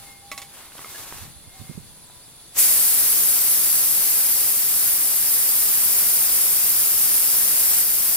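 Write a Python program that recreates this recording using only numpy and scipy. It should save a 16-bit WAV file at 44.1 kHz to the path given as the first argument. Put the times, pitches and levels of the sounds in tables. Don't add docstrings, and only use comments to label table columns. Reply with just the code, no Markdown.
import sys
import numpy as np
from scipy import signal
from scipy.fft import rfft, irfft, next_fast_len
from scipy.io import wavfile
from scipy.ndimage import uniform_filter1d, map_coordinates

SR = 44100
rng = np.random.default_rng(int(sys.argv[2]) if len(sys.argv) > 2 else 0)


def wav_record(signal):
    frames = np.transpose(np.atleast_2d(signal))
    bounded = np.clip(frames, -1, 1)
    quanta = np.round(bounded * 32767).astype(np.int16)
    wavfile.write(sys.argv[1], SR, quanta)


N = 359856


def jet():
    # t/s, level/dB
    flow = [(2.6, -16), (3.2, -16.5), (4.5, -17.5), (4.53, -18.5), (4.88, -17), (4.95, -18.5),
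            (5.98, -16.5), (6.7, -17), (7.81, -16), (7.84, -18.5), (8.16, -17.5)]
    # f/Hz, density/dB
    floor_spectrum = [(20, -1), (80, -2), (400, -0.5), (2200, 1.5), (4000, 0.5), (7000, 4), (12000, -15)]
    # f/Hz, density/dB
    hose_spectrum = [(900, -40), (1700, -15), (2250, -5), (2800, -9), (4000, -11), (5500, -7), (7000, 2),
                     (8000, 3), (8700, 2), (9500, -40)]
    open_s, rise_db_per_s, floor_lead_s = 2.589, 748, 0.02
    surge_db, surge_s, floor_db = 2.5, 0.094, -14.5
    flow_db = curve(flow)
    since_s = np.arange(N) / SR - open_s
    held_s = np.maximum(since_s, 0)
    opening = amp(rise_db_per_s * np.minimum(since_s, 0))
    floor_gain = amp(flow_db + floor_db + rise_db_per_s * np.minimum(since_s + floor_lead_s, 0))
    surge = amp(surge_db * np.exp(-held_s / surge_s))
    hiss = amp(flow_db) * surge * nozzle_hiss()
    noise_floor = floor_gain * noise(floor_spectrum, [(500, 0), (2000, 0.17), (4000, 0.15)], 0.013)
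    cough_gain = amp(-24.5) * decay(held_s, t60_s=0.3) + amp(-29) * decay(held_s, t60_s=2.6)
    cough = cough_gain * noise(hose_spectrum, [(2000, 0.6)], lag_ms=0.024)
    return opening * (hiss + cough) + noise_floor


def nozzle_hiss():
    # f/Hz, density/dB
    spectrum = [(1500, -29.5), (3000, -27.5), (4500, -12), (6500, -11), (9000, 0.5), (12000, 1),
                (14000, -1), (15250, -3), (15500, -12), (15800, -15.5)]
    # delay/ms, gain in first grip, gain in second grip
    echoes_left = [(0.309, -0.24, -0.05), (0.383, -0.03, 0.1), (0.488, -0.03, -0.1), (0.676, -0.18, -0.14),
                   (0.82, 0.12, 0.17), (0.953, -0.1, -0.04), (1.024, -0.08, -0.01), (1.78, -0.08, -0.05),
                   (1.928, 0.07, 0.05)]
    echoes_right = [(0.177, 0.19, 0.04), (0.282, 0.06, -0.14), (0.461, 0.1, -0.06), (0.599, -0.08, 0.05),
                    (0.694, -0.13, -0.08), (0.781, -0.01, 0.08), (0.834, 0.08, 0.07), (1.045, -0.04, -0.07),
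                    (1.76, -0.04, -0.02)]
    source = noise(spectrum, [(4000, 0.6), (8000, 0.68), (15000, 0.66)], lag_ms=0.061)
    left, right = eddies(source, depth_db=1.23)
    ports = np.array([amp(1.25) * reflections(left, echoes_left), reflections(right, echoes_right)])
    flutter = amp(0.1 * wobble(9.1) + 0.3 * wobble(70) + 0.23 * wobble(400))
    return flutter * unit_rms(ports)


def reflections(x, echoes):
    # t/s, blend (0 first grip, 1 second)
    grip = [(4.2, 0.02), (4.6, .6), (5.6, 1), (7.4, .98), (7.6, 0.86)]
    blend = np.clip(curve(grip), 0, 1)
    delay_ms, *gains = np.transpose(echoes)
    comb = lambda hz: 1 + np.array(gains) @ np.exp(-2j * np.pi * hz * delay_ms[:, None] / 1000)
    first, second = filtered(x, comb)
    return (1 - blend) * first + blend * second


def eddies(x, depth_db):
    bins = signal.stft(x, nperseg=256)[2]
    field = uniform_filter1d(rng.standard_normal(bins.shape[1:]), size=3, axis=0)
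    field = uniform_filter1d(field, size=12, axis=1)
    return signal.istft(bins * amp(depth_db * unit_rms(field)), nperseg=256)[1][:, :N]


def tool_taps():
    # t/s, level/dB, brightness/(dB/octave)
    taps = [(0.3154, -33, -3), (0.377, -37, 0.5), (0.4167, -47, 5), (0.4222, -45, -0.5)]
    # f/Hz, level/dB, t60/s
    modes = [(620, -14, 0.1), (1127, -6, 0.16), (1350, -9, .05), (1990, -4.5, 0.072), (2203, -2.5, 0.13),
             (2620, 1.5, 0.04), (2600, -6, 0.04), (3480, -3, 0.064), (3960, -3, 0.063), (4270, -8, .04),
             (5300, -1, 0.047), (6400, -12, 0.058), (7000, 0, 0.048), (8000, -8, .04)]
    out, t = np.zeros(N), np.arange(SR // 4) / SR
    bounce = round(0.0071 * SR)
    for start_s, db, bright_db in taps:
        phase_walks = 0.11 * np.cumsum(rng.standard_normal((len(modes), len(t))), axis=1)
        ring = np.zeros(len(t))
        for (hz, mode_db, t60_s), walk in zip(modes, phase_walks):
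            gain = amp(mode_db + bright_db * np.log2(hz / 2500) + rng.normal(0, 2.0))
            phase = 2 * np.pi * (hz * t + rng.random()) + walk * hz / 4000
            ring += gain * decay(t, t60_s) * np.sin(phase)
        rattle = (1.16 * decay(t, 0.17) + 1.2 * decay(t, 0.0091)) * rng.standard_normal(len(t))
        blow = (ring + amp(bright_db) * rattle) * (1 - np.exp(-t / 0.00034))
        blow[bounce:] += 0.28 * blow[:-bounce]
        out[round(start_s * SR):][:len(t)] += amp(db) * blow
    return out


def ticks():
    # t/s, level/dB, f/Hz, t60/s
    knocks = [(0.72, -39, 1500, .012), (.753, -36, 659, .012), (0.78, -35, 3150, 0.013),
              (0.783, -36, 1500, .012), (0.7923, -30.5, 1180, 0.011), (0.846, -28, 1260, .016),
              (.86, -38, 700, .012), (.947, -38, 1680, 0.054), (.959, -39, 1700, .04),
              (1.1247, -27, 1070, .008), (2.099, -44, 790, .014)]
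    out, t = np.zeros(N), np.arange(SR // 4) / SR
    for start_s, db, hz, t60_s in knocks:
        phase = 2 * np.pi * hz * t
        ring = np.sin(phase) + 0.28 * np.sin(0.4 * phase) + 0.5 * np.sin(1.7 * phase)
        crack = 0.78 * decay(t, 0.0055) * uniform_filter1d(rng.standard_normal(len(t)), size=6)
        out[round(start_s * SR):][:len(t)] += amp(db) * (decay(t, t60_s) * ring + crack)
    return out


def sleeve():
    # centre/s, length/s, bright level/dB, dull level/dB
    swishes = [(.03, 0.36, -47, -53.5), (0.598, 0.29, -45.5, -48), (.83, 0.33, -42.5, -48.5),
               (0.969, 0.27, -37, -45.5), (1.14, 0.44, -39.5, -45), (1.66, 0.42, -49, -56)]
    # f/Hz, density/dB
    cloth = [(1500, -28), (2500, -14), (3400, -13), (3700, -5), (6000, -4.5), (9000, -2.5), (13000, -3),
             (15300, -7), (15800, -14)]
    folds = [(120, -47), (200, -19), (382, -10), (436, -13.5), (1010, -9), (3500, -13.5), (4550, -34),
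             (7700, -120)]
    sharpness = 1.4
    centre_s, length_s, *levels_db = np.transpose(swishes)
    position = (np.arange(N) / SR - centre_s[:, None]) / length_s[:, None]
    swell = np.cos(np.pi * np.clip(position, -0.5, 0.5)) ** (2 * sharpness)
    bright_gain, dull_gain = np.sqrt(amp(levels_db) ** 2 @ swell)
    clumps = amp(0.98 * wobble(59.4) + 0.54 * wobble(300))
    bright = bright_gain * noise(cloth, [(3000, 0.38), (15000, 0.23)], lag_ms=0.057)
    dull = dull_gain * noise(folds, [(300, 0.83), (3000, 0.71)], lag_ms=0.03)
    return unit_rms(clumps) * (bright + dull)


def wind_puffs():
    # t/s, level/dB, f/Hz
    puffs = [(1.202, -37.5, 53.7), (1.219, -32, 93), (1.36, -39, 81), (1.47, -37, 112), (1.595, -31.5, 100),
             (1.609, -29, 130), (1.616, -35, 230), (1.694, -23.5, 158), (1.71, -30, 231), (1.749, -33, 120),
             (1.7751, -23, 178), (1.797, -36.5, 120), (1.829, -42, 120)]
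    out, t = np.zeros(N), np.arange(SR // 8) / SR
    for start_s, db, hz in puffs:
        age = t * hz / 0.65
        phase = 2 * np.pi * hz * t
        push = age * np.exp(1 - age) * (np.sin(phase) + 0.22 * np.sin(2.27 * phase))
        out[round(start_s * SR):][:len(t)] += amp(db) * push
    return np.array([amp(-23) * out, out])


def leak():
    # f/Hz, density/dB
    spectrum = [(2500, -31), (3100, -20), (3500, -1.5), (3700, -7), (4600, -4.5), (5300, -11.5),
                (7000, -8.5), (8500, -7.5), (9800, -1.5), (10600, 0.5), (11300, -7.5), (11800, -14),
                (14500, -12), (15700, -22)]
    return amp(-47.5) * eddies(noise(spectrum, [(4000, 0.31), (15000, 0.32)], lag_ms=0.062), depth_db=2)


def wind_rumble():
    # t/s, level/dB
    breeze = [(0.0, -55), (0.57, -60), (0.9, -58), (1.24, -49), (1.5, -54.5), (1.69, -49), (1.95, -56),
              (2.6, -59)]
    gusts = amp(3 * np.array([wobble(25), wobble(25)]))
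    rumble = noise([(20, -2.5), (60, -3.5), (150, 1), (350, -19), (800, -80)], [(100, 0.14)], lag_ms=0)
    return amp(curve(breeze)) * unit_rms(gusts * rumble)


def far_tones():
    # t/s, hold/s, f/Hz, level/dB
    tones = [(0, 0.19, 799, -54), (.24, .17, 799, -48), (.5, .9, 799, -63), (0.07, 0.11, 2130, -50.5),
             (.62, .1, 2130, -56.5), (.85, 0.11, 2130, -55), (1.45, 0.28, 2130, -58), (.58, .66, 1100, -59),
             (1.92, 0.26, 987, -62.5), (1.553, 0.076, 765, -53)]
    rise_s, fall_s = 0.03, 0.12
    out, t = np.zeros(N), np.arange(N) / SR
    waver_db, drift_rad = 3 * wobble(16.14), 0.59 * wobble(14)
    for start_s, hold_s, hz, db in tones:
        ramp = 1 + np.minimum((t - start_s) / rise_s, (start_s + hold_s - t) / fall_s)
        out += amp(db + waver_db) * np.clip(ramp, 0, 1) ** 2 * np.sin(2 * np.pi * hz * t + drift_rad)
    return out


def yard():
    # f/Hz, density/dB
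    spectrum = [(18, -36), (30, -6), (113, -4.5), (140, -7.5), (864, -12), (972, -11.5), (1090, -14),
                (3200, -16), (4160, -58), (7040, -120)]
    # f/Hz, shared power fraction
    likeness = [(60, 0.61), (300, 0.97), (1400, 0.64), (3000, 0.45)]
    return amp(-55) * noise(spectrum, likeness, lag_ms=0.01)


def amp(db):
    return 10 ** (np.asarray(db) / 20)


def unit_rms(x):
    return x / np.sqrt(np.mean(x ** 2) + 1e-20)


def decay(t, t60_s):
    return amp(-60 * t / t60_s)


def curve(points):
    return np.interp(np.arange(N) / SR, *np.transpose(points))


def log_curve(points, hz):
    knots_hz, values = np.transpose(points)
    return np.interp(np.log(hz + 1), np.log(knots_hz + 1), values)


def wobble(rate_hz):
    knots = rng.standard_normal(int(N * rate_hz / SR) + 4)
    return map_coordinates(knots, [np.arange(N) * rate_hz / SR])


def filtered(x, response):
    size = next_fast_len(N + 8192)
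    return irfft(rfft(x, size) * response(np.fft.rfftfreq(size, 1 / SR)), size)[..., :N]


def noise(spectrum, likeness, lag_ms):
    size = next_fast_len(N)
    hz = np.fft.rfftfreq(size, 1 / SR)
    real, imag = rng.standard_normal((2, 3, len(hz)))
    common, *own = real + 1j * imag
    shared = np.clip(log_curve(likeness, hz), 0, 1)
    delay = np.exp(1j * np.pi * hz * lag_ms / 1000 * np.array([[1], [-1]]))
    ports = delay * np.sqrt(shared) * common + np.sqrt(1 - shared) * np.array(own)
    return unit_rms(irfft(amp(log_curve(spectrum, hz)) * ports, size)[:, :N])


def scene():
    mix = jet() + leak() + wind_rumble() + far_tones() + yard() + sleeve() + wind_puffs()
    contacts = tool_taps() + ticks()
    return mix + np.array([amp(-0.7) * contacts, amp(2.2) * np.roll(contacts, 1)])


def record(dry):
    ceiling, top_hz = 0.95, 15780
    rounded = dry / (1 + abs(dry / ceiling) ** 4) ** (1 / 4)
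    return filtered(rounded, lambda hz: hz < top_hz)


dry = scene()
out = record(dry)
wav_record(out)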